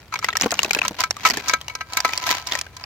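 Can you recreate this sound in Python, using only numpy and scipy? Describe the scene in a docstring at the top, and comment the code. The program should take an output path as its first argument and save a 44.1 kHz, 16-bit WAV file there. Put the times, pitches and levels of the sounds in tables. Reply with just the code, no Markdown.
"""On the ground outdoors, close by, wet snails are tipped from a metal pan into a plastic colander.
Shells knock and slide in the pan, whose fading modes ring more freely as it empties. They drop on the heap
with clacks: a knock, a snap and a short note from the shell, hollow when low, a hard wall ping when high.
The colander gives dead, low thuds under the heavier landings, and a little water spatters through it.
Scrape and spatter are trains of tiny contacts; filtered noise makes the faint outdoor air."""
import sys
import numpy as np
from scipy import signal
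from scipy.fft import rfft, irfft
from scipy.io import wavfile

SR = 44100
rng = np.random.default_rng(int(sys.argv[2]) if len(sys.argv) > 2 else 0)


def put_to_file(sound):
    """Save the sound as 16-bit audio at rate SR, in the file named by the first command-line argument."""
    columns = np.atleast_2d(sound).T  # one column per channel
    safe = np.clip(columns, -1, 1)
    whole_steps = np.round(safe * 32767)
    wavfile.write(sys.argv[1], SR, whole_steps.astype(np.int16))


N = 125685  # length in samples
T = np.arange(int(.3 * SR)) / SR  # time within one short sound, in seconds
EMPTY_S = 1.8  # from this time the pan rings freely

# the pan's ringing modes: pitch_hz [Hz], level_db [dB]
PAN_MODES = [(1008, -5.5), (1304, -1), (1590, -5.5), (1992, -9), (2243, -1), (2369, -7.5), (4060, -6.5),
             (4689, -11.5), (6170, -8)]
# colour of a shell's dull knock: frequency_hz [Hz], level_db [dB]
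KNOCK_COLOUR = [(150, -20.5), (450, -8.5), (800, 1), (1500, -3), (2600, 2.5), (3800, -10.5), (6500, -40)]
# colour of a shell's bright snap: frequency_hz [Hz], level_db [dB]
SNAP_COLOUR = [(1800, -24), (3600, -7), (5200, -1), (7400, -5.5), (9500, -20.5), (12500, -17), (15200, -2),
               (16500, -77)]
# how alike the two microphones are: frequency_hz [Hz], likeness [0 unrelated to 1 the same]
MICROPHONE_LIKENESS = [(300, 0.93), (900, 0.94), (1600, 0.54), (4000, 0.044)]


def amp(db):
    """Turns decibels into a plain multiplier."""
    return 10 ** (np.asarray(db) / 20)


def unit(x):
    """Scales to an rms (average strength) of 1."""
    return x / np.sqrt(np.mean(x ** 2) + 1e-20)


def blow(x):
    """Scales a short sound to the energy of rms 1 over a hundredth of a second."""
    window_s = .01
    return unit(x) * np.sqrt(window_s * SR / x.shape[-1])


def read(points, hz):
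    """Reads a table at any frequency, with straight lines on a logarithmic frequency scale."""
    f, v = np.transpose(points)
    return np.interp(np.log(hz + 1), np.log(f), v)


def level(points):
    """Draws a loudness curve over the whole scene from (time, dB) points."""
    return amp(np.interp(np.arange(N) / SR, *np.transpose(points)))


def add(mix, start_s, sound):
    """Adds a short sound to the mix at its start time."""
    part = mix[:, max(round(start_s * SR), 0):][:, :sound.shape[1]]
    part += sound[:, :part.shape[1]]


def colour(x, points, size=2048):
    """Filters with the given spectrum, without any sound ahead of the blow."""
    log_gain = np.log(amp(read(points, abs(np.fft.fftfreq(size, 1 / SR)))))
    # this phase packs the filter's response as early as possible
    taps = np.fft.ifft(np.exp(np.conj(signal.hilbert(log_gain)))).real
    return signal.fftconvolve(x, taps[None, :size // 2], axes=1)[:, :x.shape[1]]


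def noise(size):
    """Noise at two microphones, alike in the bass and nearly unrelated in the treble."""
    a, b = rfft(rng.standard_normal((2, size)))
    alike = np.clip(read(MICROPHONE_LIKENESS, np.fft.rfftfreq(size, 1 / SR)), -1, 1)
    return irfft(np.array([a, alike * a + np.sqrt(1 - alike ** 2) * b]), size)


def tone(hz, t):
    """A steady note at two microphones; high notes arrive less in step than low ones."""
    alike = np.clip(read(MICROPHONE_LIKENESS, hz), -1, 1)
    half_apart = np.arccos(alike) * rng.choice([-1, 1]) / 2
    return np.sin(2 * np.pi * hz * t + np.array([[half_apart], [-half_apart]]))


def contact(points, decay_s, length_s=0, size=4096, uneven_db=3):
    """A sharp contact, held while the shell scrapes, and its scatter in the bowl; each has its own colour."""
    rise_s, bowl_share, bowl_s = .0005, 0.39, 0.0032
    after = np.maximum(T[:size] - length_s, 0)
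    rise = -np.expm1(-T[:size] / rise_s)
    fade = np.exp(-after / decay_s) + bowl_share * np.exp(-after / bowl_s)
    hz = np.geomspace(100, SR / 2, num=32)
    own_db = read(points, hz) + uneven_db * rng.standard_normal(len(hz))
    return blow(colour(noise(size) * rise * fade, np.transpose([hz, own_db])))


def short_note(hz):
    """A struck note swells and dies in a few cycles, so low notes sound longer."""
    swell_cycles = 3.4  # cycles until the note is loudest
    t = T[:4096]
    u = t * hz / swell_cycles
    return blow(tone(hz, t) * u * np.exp(-u))


def small_tick(low_hz=900, high_hz=7000, note_db=-10):
    """A light touch: a tick with one shell's note at a random pitch."""
    # colour of a light rub: frequency_hz [Hz], level_db [dB]
    rub_colour = [(200, -21.5), (800, -7), (3000, -6), (5200, -9.5), (7500, -16.5), (9600, -35.5),
                  (15000, -14.5), (16500, -45)]
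    tick = contact(rub_colour, decay_s=0.00091)
    return tick + amp(note_db) * short_note(low_hz * (high_hz / low_hz) ** rng.random())


def grains(per_s, spread_db):
    """Random train of small contacts of uneven size."""
    struck = rng.random(N) < per_s / SR
    return struck * amp(spread_db * np.minimum(rng.exponential(1, N), 3))


def play(train, sound):
    """Sounds one small contact at every grain of a train."""
    return signal.oaconvolve(train[None], sound, axes=1)[:, :N]


def pan_ring(start_s, spot_hz, spread_db=2):
    """The pan's modes, weighted by the spot struck and damped by the snails still lying in it."""
    ring_s, full_share = .165, .35  # time for the lowest mode to fall 60 dB when empty; share of it at the start
    ring_fall = .45  # higher modes die sooner by this power of pitch
    spot_db, spot_octaves = 7, 0.27  # lift and width of the modes favoured by the spot
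    t60 = ring_s * np.interp(start_s, [0, EMPTY_S], [full_share, 1])
    ring = np.zeros((2, len(T)))
    for hz, db in PAN_MODES:
        lift_db = spot_db * np.exp(-(np.log2(hz / spot_hz) / spot_octaves) ** 2)
        start_db = db + lift_db + spread_db * rng.standard_normal()
        fade_db = 60 * T / t60 * (hz / PAN_MODES[0][0]) ** ring_fall
        ring += amp(start_db - fade_db) * tone(hz, T)
    return ring


def air(air_db=-47.5):
    """Low outdoor rumble and faint hiss, made of filtered noise."""
    # colour of the open air: frequency_hz [Hz], level_db [dB]
    air_colour = [(45, -14.5), (66, 2.5), (130, -2), (200, -12), (2000, -21), (6000, -32), (15000, -37)]
    return amp(air_db) * unit(colour(noise(N), air_colour))


def spatter(count=16, per_s=330, bowl_hz=330, nudge_db=-10):
    """Drops and small shells tick as the heap settles, and nudge the hollow bowl."""
    # loudness of water and small shells pattering in the colander: time_s [s], level_db [dB]
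    spatter_curve = [(.1, -54), (.25, -38.5), (.39, -37.5), (.45, -23.5), (.49, -39), (.88, -35),
                     (1.135, -50.5), (1.33, -27.5), (1.7, -60)]
    trains = [grains(per_s / count, spread_db=5.5) for _ in range(count)]
    ticks = sum(play(train, small_tick()) for train in trains)
    # each train nudges the bowl at a note up to an octave away
    nudges = sum(play(train, short_note(bowl_hz * 2 ** rng.uniform(-0.999, 1))) for train in trains)
    return level(spatter_curve) * (unit(ticks) + amp(nudge_db) * unit(nudges))


def pan_hits(ring_db=-.5, body_db=-7.5, pressed_share=2.1, pressed_s=.009, scratch_s=.0035):
    """Shells bump along the pan: a scratchy knock, a loud first ring and a softer after-ring."""
    # shells tumbling against the pan: start_s [s], contact_length_s [s],
    # spot_hz, the pitch favoured by the spot struck [Hz], knock_db [dB], scratch_db [dB]
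    pan_bumps = [(0.1238, 0.012, 1260, -27.5, -43), (0.1386, 0.0028, 1160, -23, -31.5),
                 (0.156, 0.0037, 2210, -23.5, -38), (0.2257, 0.029, 1130, -25.5, -37),
                 (0.2854, 0.0035, 1330, -16.5, -32), (.353, .005, 1330, -21, -34),
                 (0.834, 0.0047, 1310, -29, -55), (0.849, 0.0035, 1070, -20, -31),
                 (0.988, .02, 1300, -27, -48), (1.0366, 0.0031, 1420, -16, -22.5),
                 (1.25, 0.027, 1250, -8, -16.5), (1.481, .008, 1340, -26, -19),
                 (1.495, 0.0017, 1620, -18, -19.5), (1.535, 0.0039, 1570, -12, -22),
                 (1.697, 0.004, 2160, -30, -44), (1.751, 0.0027, 1470, -27.5, -28.5),
                 (1.807, 0.0089, 1590, -23.5, -39.5), (1.97, 0.0025, 1380, -17, -18),
                 (2.047, 0.0082, 1130, -12.5, -24.5), (2.265, 0.0071, 1000, -22, -24),
                 (2.47, 0.0026, 1000, -33, -25.5), (2.766, 0.0034, 1008, -38, -35.5)]
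    out = np.zeros((2, N))
    for start_s, length_s, spot_hz, knock_db, scratch_db in pan_bumps:
        rise = np.minimum(T / 0.0017, 1)
        # extra ring during the contact, fading after it
        pressed = 1 + pressed_share * np.exp(-np.maximum(T - length_s, 0) / pressed_s)
        ring = blow(pan_ring(start_s, spot_hz) * rise * pressed)
        add(out, start_s, amp(knock_db + ring_db) * ring)
        knock = amp(knock_db + body_db) * contact(KNOCK_COLOUR, scratch_s, length_s)
        scratch = amp(scratch_db) * contact(SNAP_COLOUR, scratch_s, length_s)
        add(out, start_s, knock + scratch)
    return out


def clacks(note_db=-2, body_db=-6, knock_s=.0025, snap_s=.002):
    """Each falling shell knocks, snaps and gives a short note, hollow when low, a hard wall ping when high."""
    # shell hitting shell: start_s [s], note_hz [Hz], knock_db [dB], snap_db [dB]
    shell_blows = [(0.1897, 1270, -32.5, -31.5), (0.244, 1985, -17, -23.5), (0.304, 3600, -28, -47),
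                   (0.3282, 1900, -27, -41), (0.3687, 1810, -23, -18.5), (0.411, 5570, -19.5, -20.5),
                   (0.421, 6700, -19, -29), (0.507, 1850, -30, -26), (0.5164, 5750, -27.5, -21),
                   (0.5406, 6700, -27, -31), (0.591, 2830, -13.5, -25), (0.6309, 1103, -24.5, -18),
                   (0.6461, 2630, -23, -27.5), (0.7084, 2365, -15.5, -23), (0.732, 1400, -27, -22.5),
                   (0.748, 2550, -16.5, -21.5), (0.7884, 2600, -17.5, -29), (0.8167, 2520, -17, -37),
                   (0.8806, 6110, -23.5, -20.5), (1.0046, 5970, -35, -19), (1.1078, 5600, -19, -24),
                   (1.1664, 1170, -31, -37.5), (1.287, 5200, -32, -25.5), (1.2998, 1940, -22, -21),
                   (1.307, 4670, -20, -25.5), (1.3714, 1740, -25, -27), (1.613, 3180, -33.5, -36.5),
                   (1.6815, 2850, -28.5, -32), (1.934, 4080, -29, -28.5), (2.003, 4780, -19.5, -24),
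                   (2.0907, 1980, -26.5, -36), (2.134, 2410, -23.5, -26.5), (2.176, 4400, -26, -22.5),
                   (2.311, 4570, -27, -20.5), (2.5212, 3540, -19, -27), (2.552, 1900, -21, -26),
                   (2.589, 2490, -28, -27.5), (2.6122, 5540, -24.5, -27), (2.665, 1580, -36.5, -50),
                   (2.8388, 4900, -30.5, -44)]
    out = np.zeros((2, N))
    for start_s, note_hz, knock_db, snap_db in shell_blows:
        note = amp(note_db) * short_note(note_hz)
        body = amp(body_db) * contact(KNOCK_COLOUR, knock_s)
        snap = amp(snap_db) * contact(SNAP_COLOUR, snap_s)
        add(out, start_s, amp(knock_db) * (note + body) + snap)
    return out


def colander(rustle_share=1.2, thud_s=.004, flex_s=.008):
    """The plastic bowl gives a dead, low thud: a fast-fading note and a rustle around it."""
    # landings that shake the colander: start_s [s], pitch_hz [Hz], level_db [dB]
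    landings = [(0.411, 297, -31.5), (0.4369, 340, -25), (0.4595, 462, -15.5), (0.523, 692, -20),
                (0.651, 635, -25.5), (.679, 364, -32.5), (0.7639, 572, -23.5), (0.9084, 316, -29.5),
                (1.3014, 333, -31), (1.3716, 300, -27.5), (1.5364, 633, -26), (2.0482, 750, -24.5)]
    out, t = np.zeros((2, N)), T[:4096]
    for start_s, hz, db in landings:
        body = blow(tone(hz, t) * np.exp(-t / thud_s))
        flex_colour = [(hz / 4, -12), (hz / 2, 0), (hz * 2.7, -1), (hz * 5, -28)]
        flex = contact(flex_colour, flex_s)
        add(out, start_s, amp(db) * blow(body + rustle_share * flex))
    return out


def slide(count=16, per_s=800, spread_db=6.2, ring_db=-4.5):
    """Dense tiny contacts of wet sliding shells make a soft scrape and keep the pan ringing."""
    # strength of shells sliding over the metal: time_s [s], level_db [dB]
    slide_curve = [(.93, -85), (1.0, -23.5), (1.135, -68), (1.19, -43.5), (1.26, -25), (1.34, -46),
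                   (1.44, -41.5), (1.505, -25.5), (1.6, -51), (1.72, -41.5), (1.86, -51), (1.94, -33.5),
                   (2.2, -34), (2.31, -22.5), (2.44, -40.5), (2.54, -29), (2.71, -54), (2.8, -40.5)]
    firm_db, scrape_growth = -32, 0.36  # below firm_db the scrape fades faster than the ring
    rub, ring = np.zeros((2, 2, N))
    for _ in range(count):
        train = grains(per_s / count, spread_db)
        rub += play(train, small_tick())
        ring += play(train, pan_ring(EMPTY_S, PAN_MODES[0][0]))  # the lowest mode is lifted
    force = level(slide_curve)
    scrape = (force / amp(firm_db)) ** scrape_growth * unit(rub)
    return force * (scrape + amp(ring_db) * unit(ring))


def scene():
    """Shells, pan and colander in the open air, coloured a little differently at each microphone."""
    # tilt between the microphones: frequency_hz [Hz], left_minus_right_db [dB]
    balance = [(1400, 0.9), (2500, 8), (3600, -1.5), (5000, -6), (7000, 1.5)]
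    mix = air() + spatter() + pan_hits() + clacks() + colander() + slide()
    difference_db = read(balance, np.fft.rfftfreq(N, 1 / SR))
    sides = np.array([[.5], [-.5]])  # half to each side
    return irfft(rfft(mix) * amp(difference_db * sides), N)


def record(dry):
    """A low cut; peaks stop at 0.92 of full scale; then the high treble is cut off."""
    low_cut = signal.butter(4, 48, "highpass", fs=SR, output="sos")
    limited = np.clip(signal.sosfilt(low_cut, dry), -.92, .92)
    edge_hz = 16300
    treble_cut = signal.firwin(255, edge_hz, window=("kaiser", 9), fs=SR)
    return signal.oaconvolve(limited, treble_cut[None], "same")


dry = scene()
out = record(dry)
put_to_file(out)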